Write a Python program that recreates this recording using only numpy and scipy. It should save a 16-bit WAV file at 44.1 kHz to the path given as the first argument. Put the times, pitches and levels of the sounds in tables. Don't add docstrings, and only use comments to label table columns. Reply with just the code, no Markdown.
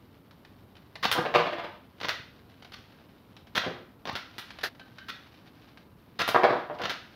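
import sys
import numpy as np
from scipy import signal
from scipy.fft import rfft, irfft, next_fast_len
from scipy.io import wavfile
from scipy.ndimage import map_coordinates

SR = 44100
rng = np.random.default_rng(int(sys.argv[2]) if len(sys.argv) > 2 else 0)


def output_pcm(signal):
    pcm = np.clip(np.atleast_2d(signal).T, -1, 1) * 32767
    wavfile.write(sys.argv[1], SR, np.round(pcm).astype(np.int16))


N = 315315
T = np.arange(8192) / SR

# (frequency [Hz], width [Hz], level [dB])
CARDBOARD_MODES = [(690, 700, -7), (253, 14, -13), (351.3, 20, -2.5), (476, 27, 0), (596, 29, 3),
                   (687, 31, 3.5), (755, 120, 1), (796, 33, -17), (995, 74, -1), (1173, 27, -14),
                   (1244, 150, -2), (1503, 190, -11), (1575, 19, -10), (1630, 110, -8), (3000, 2300, -24)]
SHELL_MODES = [(990, 390, 1), (1377, 160, 2.5), (1590, 170, 1.5), (1924, 220, 1), (2440, 420, -6.5),
               (2920, 800, -2), (3564, 510, -1), (4270, 270, -5), (4930, 920, -9.5), (6010, 630, -12.5)]
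LOOSE_BRICK_MODES = [(736, 176, 9), (1590, 70, 5.5), (2100, 1700, 1), (3030, 210, 3.5), (3700, 110, 3.5),
                     (4600, 1600, -0.5), (11500, 43000, 3.5)]
JOINT_MODES = [(1550, 100, 8), (3035, 64, 2.5), (3910, 78, 1)]

# (frequency [Hz], level [dB])
KNOCK_COLOUR = [(40, -27), (110, -10.5), (300, -7.5), (600, -4), (900, -3), (1200, -5.5), (2000, -75)]
SHEEN_COLOUR = [(4000, -40), (6500, -4), (8000, -6), (9500, -1), (13000, 0), (16000, -3)]
SHELL_COLOUR = [(200, -4.5), (800, -29), (1200, 1), (3500, 1), (5500, 0), (7000, -9.5), (8500, -22.5),
                (16000, -2.5)]
TICK_COLOUR = [(200, -4.5), (700, 1.5), (1600, 4), (4000, 1), (5500, -6), (8000, -27.5), (11000, -20),
               (16000, -38)]
CRACK_COLOUR = [(400, -50), (1200, -3), (2200, 10.5), (3500, 6), (5000, -7), (7500, -30.5), (11000, -31.5),
                (16000, -29)]
BOARD_COLOUR = [(60, -19.5), (150, -10.5), (260, 6), (1500, 0), (3500, -3), (7500, -40.5)]
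THUMP_COLOUR = [(40, -29), (100, -7), (170, 0.5), (300, -0.5), (500, -0.5), (800, -1.5), (2000, -70.5)]
MATTRESS_COLOUR = [(30, -19), (80, -4), (130, -4), (220, -14.5), (450, -20), (1500, -53)]
AIR_COLOUR = [(15, -92), (25, -14), (102, 1.5), (141, -2), (277, -2), (373, -8.5), (796, -16), (863, -15),
              (988, -15.5), (1290, -18.5), (1840, -28), (4140, -40.5), (7920, -44), (14400, -32.5),
              (16000, -43)]

# (frequency [Hz], t60 [s])
ROOM_DECAY = [(100, 0.29), (400, 0.35), (1500, 0.46), (4000, 0.44), (7000, 0.4), (15000, 0.27)]

# (time [s], level [dB])
TICKS = [(0.4492, -38), (0.767, -40.5), (0.9554, -26), (2.0017, -30), (2.6239, -34.5), (2.6472, -34),
         (2.7206, -33.5), (3.3663, -36.5), (3.4706, -40), (4.5051, -28.5), (4.587, -28.5), (4.612, -31),
         (4.7963, -33.5), (4.9843, -32.5), (5.7734, -36), (6.7872, -32.5)]
# (time [s], level [dB])
BUMPS = [(0.636, -52), (1.076, -45), (2.195, -47), (2.786, -48.5), (4.129, -42.5)]
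# (start [s], length [s], level [dB])
CREAKS = [(4.795, 0.025, -52), (4.971, 0.084, -53.5)]
# (start [s], length [s], level [dB])
RUBS = [(2.353, .8, -74), (4.382, 0.25, -60.5), (4.948, 0.726, -68.5), (6.8, 0.72, -63.5)]
# (start [s], length [s], level [dB])
PUSHES = [(2.733, 0.01, -44), (5.083, 0.019, -38.5)]
# (time [s], level [dB], low knock re level [dB])
SHOTS = [(1.053, -23, 2), (3.5769, -23, -2.5), (6.2159, -23, -9)]
# (time [s], level [dB], low knock re level [dB], rebound re level [dB])
RELEASES = [(1.1151, -19, -12.5, -1.5), (4.3823, -32, -9, -7), (6.2784, -23.5, -1, 0.5)]
# (pulled [s], at the back stop [s], shut [s],
# pull level [dB], low knock re each contact before shutting [dB], shutting level [dB])
RACKS = [(2.013, 2.0465, 2.0855, -33, -2.5, -22), (4.0544, 4.096, 4.1541, -35.5, 2, -28),
         (6.8175, 6.8549, 6.896, -31, -4, -25.5)]
# (time [s], level [dB], crack re level [dB], soft thump re level [dB])
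HITS = [(1.153, -30.5, -11, -9), (1.179, -24, -16, 0.5), (1.252, -29, -7.5, -23), (1.341, -26, -2, -18),
        (1.3495, -17.5, -7.5, -7.5), (3.637, -38, -1, -10), (3.664, -36, -8, 8.5), (6.346, -17, -14, -15),
        (6.4343, -16, -11, -14), (6.699, -32.5, -25, -7)]
# (start [s], first flight [s], first level [dB], loss per bounce [dB], crack re level [dB])
TUMBLES = [(1.387, .072, -29.5, 1.84, -6), (6.495, .03, -25.5, 5.5, -12.5), (6.797, .031, -34, 6, -11)]

# (top sheen re the clack [dB], rattle t60 [s])
STRIKER, TRIGGER, CATCH = (-42, 0.014), (-12, .08), (-26, 0.087)
BACK_STOP, BREECH = (-40, .022), (-23, 0.082)

SCRAPE_LIFT_DB = 2.0
STROKE_START = 0.64
STROKE_S, STROKE_DB = .027, -7
STROKE_OVERRUN_S = 0.0067
RAIL_KNOCK_DB, RAIL_SHEEN_DB, DRAG_SHEEN_DB = -7, -22.5, -31
PUSH_KNOCK_DB, PUSH_SHEEN_DB = -14.5, -21.5

RELEASE_REBOUND_S = .011
SLACK_S, TAKE_UP_DB = .019, -1.5
DRAG_S, DRAG_DB = 0.024, -6
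STOP_DB = 2
SHUT_KNOCK_DB, SHUT_REBOUND_S, SHUT_REBOUND_DB = -9, .0075, -3

TUMBLE_THUMP_DB = -6
FLIGHT_SHRINK = .91
SPOT_DB, SPOT_DETUNE = 2, 0.0066

FAINT_TICK_DB, FAINT_SPREAD_DB = -44.5, 4
TICK_TRIM_DB = -11.5
RUB_EDGE_S, RESTING_RUB_DB = 0.13, -69
RUB_SWELL_DB, RUB_GRAIN_DB = 2, 2.5
AIR_DB = -55.5
BASS_CUT_HZ, TOP_HZ = 28, 15750


def amp(db):
    return 10 ** (np.asarray(db) / 20)


def along(points, hz):
    f, v = np.transpose(points)
    return np.interp(np.log(hz + 1), np.log(f), v)


def fade(t, t60):
    return np.exp(-np.log(1000) * t / np.maximum(t60, 1e-3))


def sized(x, seconds):
    return x * np.sqrt(seconds * SR / (np.sum(x ** 2) + 1e-20))


def add(track, s, x):
    start = max(round(s * SR), 0)
    track[start:start + len(x)] += x[:max(N - start, 0)]


def wobble(rate):
    knots = rng.standard_normal(int(N * rate / SR) + 4)
    return map_coordinates(knots, [np.arange(N) * rate / SR])


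def body(colour, modes=()):
    hz = np.fft.rfftfreq(len(T), 1 / SR)
    gain = amp(along(colour, hz))
    if len(modes):
        power = sum(amp(db) ** 2 / (1 + (2 * (hz - f) / width) ** 2) for f, width, db in modes)
        gain = gain * np.sqrt(power)
    cepstrum = irfft(np.log(np.maximum(gain, 1e-6)))
    fold = 1 + np.sign(len(T) // 2 - np.arange(len(T)))
    fold[0] = 1
    return irfft(np.exp(rfft(cepstrum * fold)))


def ring(force, response, seconds):
    taper = np.minimum(1, 2 * (1 - T / T[-1]))
    return sized(signal.fftconvolve(force, response)[:len(T)] * taper, seconds)


def grit(spiky_db):
    knots = np.arange(0, T[-1], 1 / 2000)
    strength_db = spiky_db * np.interp(T, knots, rng.standard_normal(len(knots)))
    return rng.standard_normal(len(T)) * amp(strength_db)


def blow(chatter, snap):
    return snap * (T == 0) + chatter / np.linalg.norm(chatter)


def hiss(colour, modes=()):
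    noise = rng.standard_normal(N + len(T))
    return sized(signal.fftconvolve(noise, body(colour, modes), "valid")[:N], N / SR)


def room(x, wet_db):
    hz, t, z = signal.stft(rng.standard_normal(SR * 3 // 4), SR, nperseg=256)
    decay = fade(t, along(ROOM_DECAY, hz)[:, None])
    tail = signal.istft(z * decay, SR, nperseg=256)[1]
    tail = tail * (1 - np.exp(-(np.arange(len(tail)) / SR / 0.0063) ** 2))
    response = amp(wet_db) * tail / np.linalg.norm(tail)
    response[0] += 1
    return signal.fftconvolve(x, response)


def background():
    t = np.arange(N) / SR
    rub = amp(RESTING_RUB_DB)
    for s, length, db in RUBS:
        corners = [s - RUB_EDGE_S, s, s + length, s + length + RUB_EDGE_S]
        rub = rub + amp(db) * np.interp(t, corners, [0, 1, 1, 0])
    unsteady = amp(RUB_SWELL_DB * wobble(40) + RUB_GRAIN_DB * wobble(400))
    return amp(AIR_DB) * hiss(AIR_COLOUR) + rub * unsteady * hiss(TICK_COLOUR, LOOSE_BRICK_MODES)


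def bumps():
    out, mattress = np.zeros(N), body(MATTRESS_COLOUR)
    for s, db in BUMPS:
        push = grit(spiky_db=11) * fade(T, 0.024)
        add(out, s, amp(db) * ring(push, mattress, 0.018))
    return out


def rasp():
    out = np.zeros(N)
    shape_db = np.interp(T, [0, .006, .018, .04, .058, .07], [-12, -2, -5.5, -13, -25, -100])
    force = grit(spiky_db=-0.5) * amp(shape_db)
    # (frequency [Hz], level [dB])
    colour = [(100, -57), (400, 0.5), (1000, -5.0), (1750, 4.5), (2400, -7), (4200, -3.5),
              (6000, -14.5), (8000, -30), (10000, -23.5), (14000, -19), (16000, -32)]
    add(out, 4.632, amp(-29.0) * ring(force, body(colour), 0.032))
    return out


def creaks():
    out, joint = np.zeros(N), body(TICK_COLOUR, JOINT_MODES)
    for s, length, db in CREAKS:
        push = np.interp(T / max(length, .01), [0, .1, .9, 1], [0, 1, 1, 0])
        creak = ring(grit(spiky_db=8.0) * push, joint, length)
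        add(out, s, amp(db) * room(creak, wet_db=-5))
    return out


def faint_ticks(count):
    stretch_s = N / SR / count
    return [((k + when) * stretch_s, FAINT_TICK_DB + FAINT_SPREAD_DB * (2 * size - 1))
            for k, (when, size) in enumerate(rng.random((count, 2)))]


def ticks():
    out, brick = np.zeros(N), body(TICK_COLOUR, LOOSE_BRICK_MODES)
    for s, db in TICKS + faint_ticks(count=18):
        force = blow(rng.standard_normal(len(T)) * fade(T, 0.055), snap=0.25)
        add(out, s, amp(db + TICK_TRIM_DB) * room(ring(force, brick, 0.0055), wet_db=-7.5))
    return out


def bounces(count):
    flights = np.cumsum([0] + [FLIGHT_SHRINK ** k for k in range(count - 1)])
    return [(s + flights[k] * gap_s, db - k * loss_db, crack_db, TUMBLE_THUMP_DB)
            for s, gap_s, db, loss_db, crack_db in TUMBLES for k in range(count)]


def cardboard_at_a_spot():
    spot = rng.standard_normal((len(CARDBOARD_MODES), 2))
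    modes = [(hz * (1 + SPOT_DETUNE * shift), width, level + SPOT_DB * lift)
             for (hz, width, level), (shift, lift) in zip(CARDBOARD_MODES, spot)]
    return body(BOARD_COLOUR, modes)


def target():
    out, crack, thump = np.zeros(N), body(CRACK_COLOUR), body(THUMP_COLOUR)
    flap = np.interp(T, [0, .008, .018, .024], [0.4, 0.66, 0.51, 0.063])
    for s, db, crack_db, thump_db in HITS + bounces(count=5):
        board = cardboard_at_a_spot()
        chatter = grit(spiky_db=4.5) * flap
        board_force, crack_force = blow(chatter, snap=0.37), blow(chatter, snap=0.3)
        hit = ring(board_force, board, 0.025)
        hit = hit + amp(crack_db) * ring(crack_force, crack, 0.02)
        hit = hit + amp(thump_db) * ring(board_force, thump, 0.013)
        add(out, s, amp(db) * room(hit, wet_db=-3.0))
    return out


def clack(s, db, knock_db, part):
    sheen_db, t60 = part
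    rattle = fade(T, t60)
    force = blow(grit(spiky_db=5) * rattle, snap=.55)
    return s, db, force, rattle, 0.0035, knock_db, sheen_db


def scrape(s, length, db, knock_db, sheen_db):
    end = max(length, .004)
    stroke = np.interp(T, [0, .003, end, end + 0.0062], [0.05, STROKE_START, 1, 0.025])
    force = grit(spiky_db=5) * stroke
    return s, db + SCRAPE_LIFT_DB, force, stroke, end, knock_db, sheen_db


def loading():
    contacts = []
    for s, stop_s, shut_s, pull_db, knock_db, shut_db in RACKS:
        contacts += [clack(s, pull_db, knock_db, CATCH),
                     clack(s + SLACK_S, pull_db + TAKE_UP_DB, knock_db, BACK_STOP),
                     scrape(s + SLACK_S, DRAG_S, pull_db + DRAG_DB, knock_db, DRAG_SHEEN_DB),
                     clack(stop_s, pull_db + STOP_DB, knock_db, BACK_STOP),
                     clack(shut_s, shut_db, SHUT_KNOCK_DB, BREECH),
                     clack(shut_s + SHUT_REBOUND_S, shut_db + SHUT_REBOUND_DB, SHUT_KNOCK_DB, BREECH)]
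    for s, length, db in PUSHES:
        contacts.append(scrape(s, length, db, PUSH_KNOCK_DB, PUSH_SHEEN_DB))
    return contacts


def firing():
    contacts = []
    for s, db, knock_db in SHOTS:
        contacts += [scrape(s - STROKE_S, STROKE_S + STROKE_OVERRUN_S, db + STROKE_DB,
                            RAIL_KNOCK_DB, RAIL_SHEEN_DB),
                     clack(s, db, knock_db, STRIKER)]
    for s, db, knock_db, rebound_db in RELEASES:
        contacts += [clack(s, db, knock_db, TRIGGER),
                     clack(s + RELEASE_REBOUND_S, db + rebound_db, knock_db, TRIGGER)]
    return contacts


def pistol():
    out = np.zeros(N)
    shell, grip, edges = body(SHELL_COLOUR, SHELL_MODES), body(KNOCK_COLOUR), body(SHEEN_COLOUR)
    for s, db, force, envelope, seconds, knock_db, sheen_db in firing() + loading():
        knock = amp(knock_db) * ring(force, grip, seconds)
        smooth = rng.standard_normal(len(T)) * envelope
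        sheen = amp(sheen_db) * ring(smooth, edges, seconds)
        bricks = room(ring(force, shell, seconds), wet_db=-4.5) + room(knock + sheen, wet_db=-6.5)
        add(out, s, amp(db) * bricks)
    return out


def scene():
    return (background() + bumps() + rasp() + creaks() + ticks() + target() + pistol())[None]


def record(dry):
    m = next_fast_len(N + SR // 2)
    hz = np.fft.rfftfreq(m, 1 / SR)
    bass_cut = (1j * hz / (1j * hz + BASS_CUT_HZ)) ** 2
    return irfft(rfft(dry, m) * bass_cut * (hz < TOP_HZ), m)[..., :N]


dry = scene()
out = record(dry)
output_pcm(out)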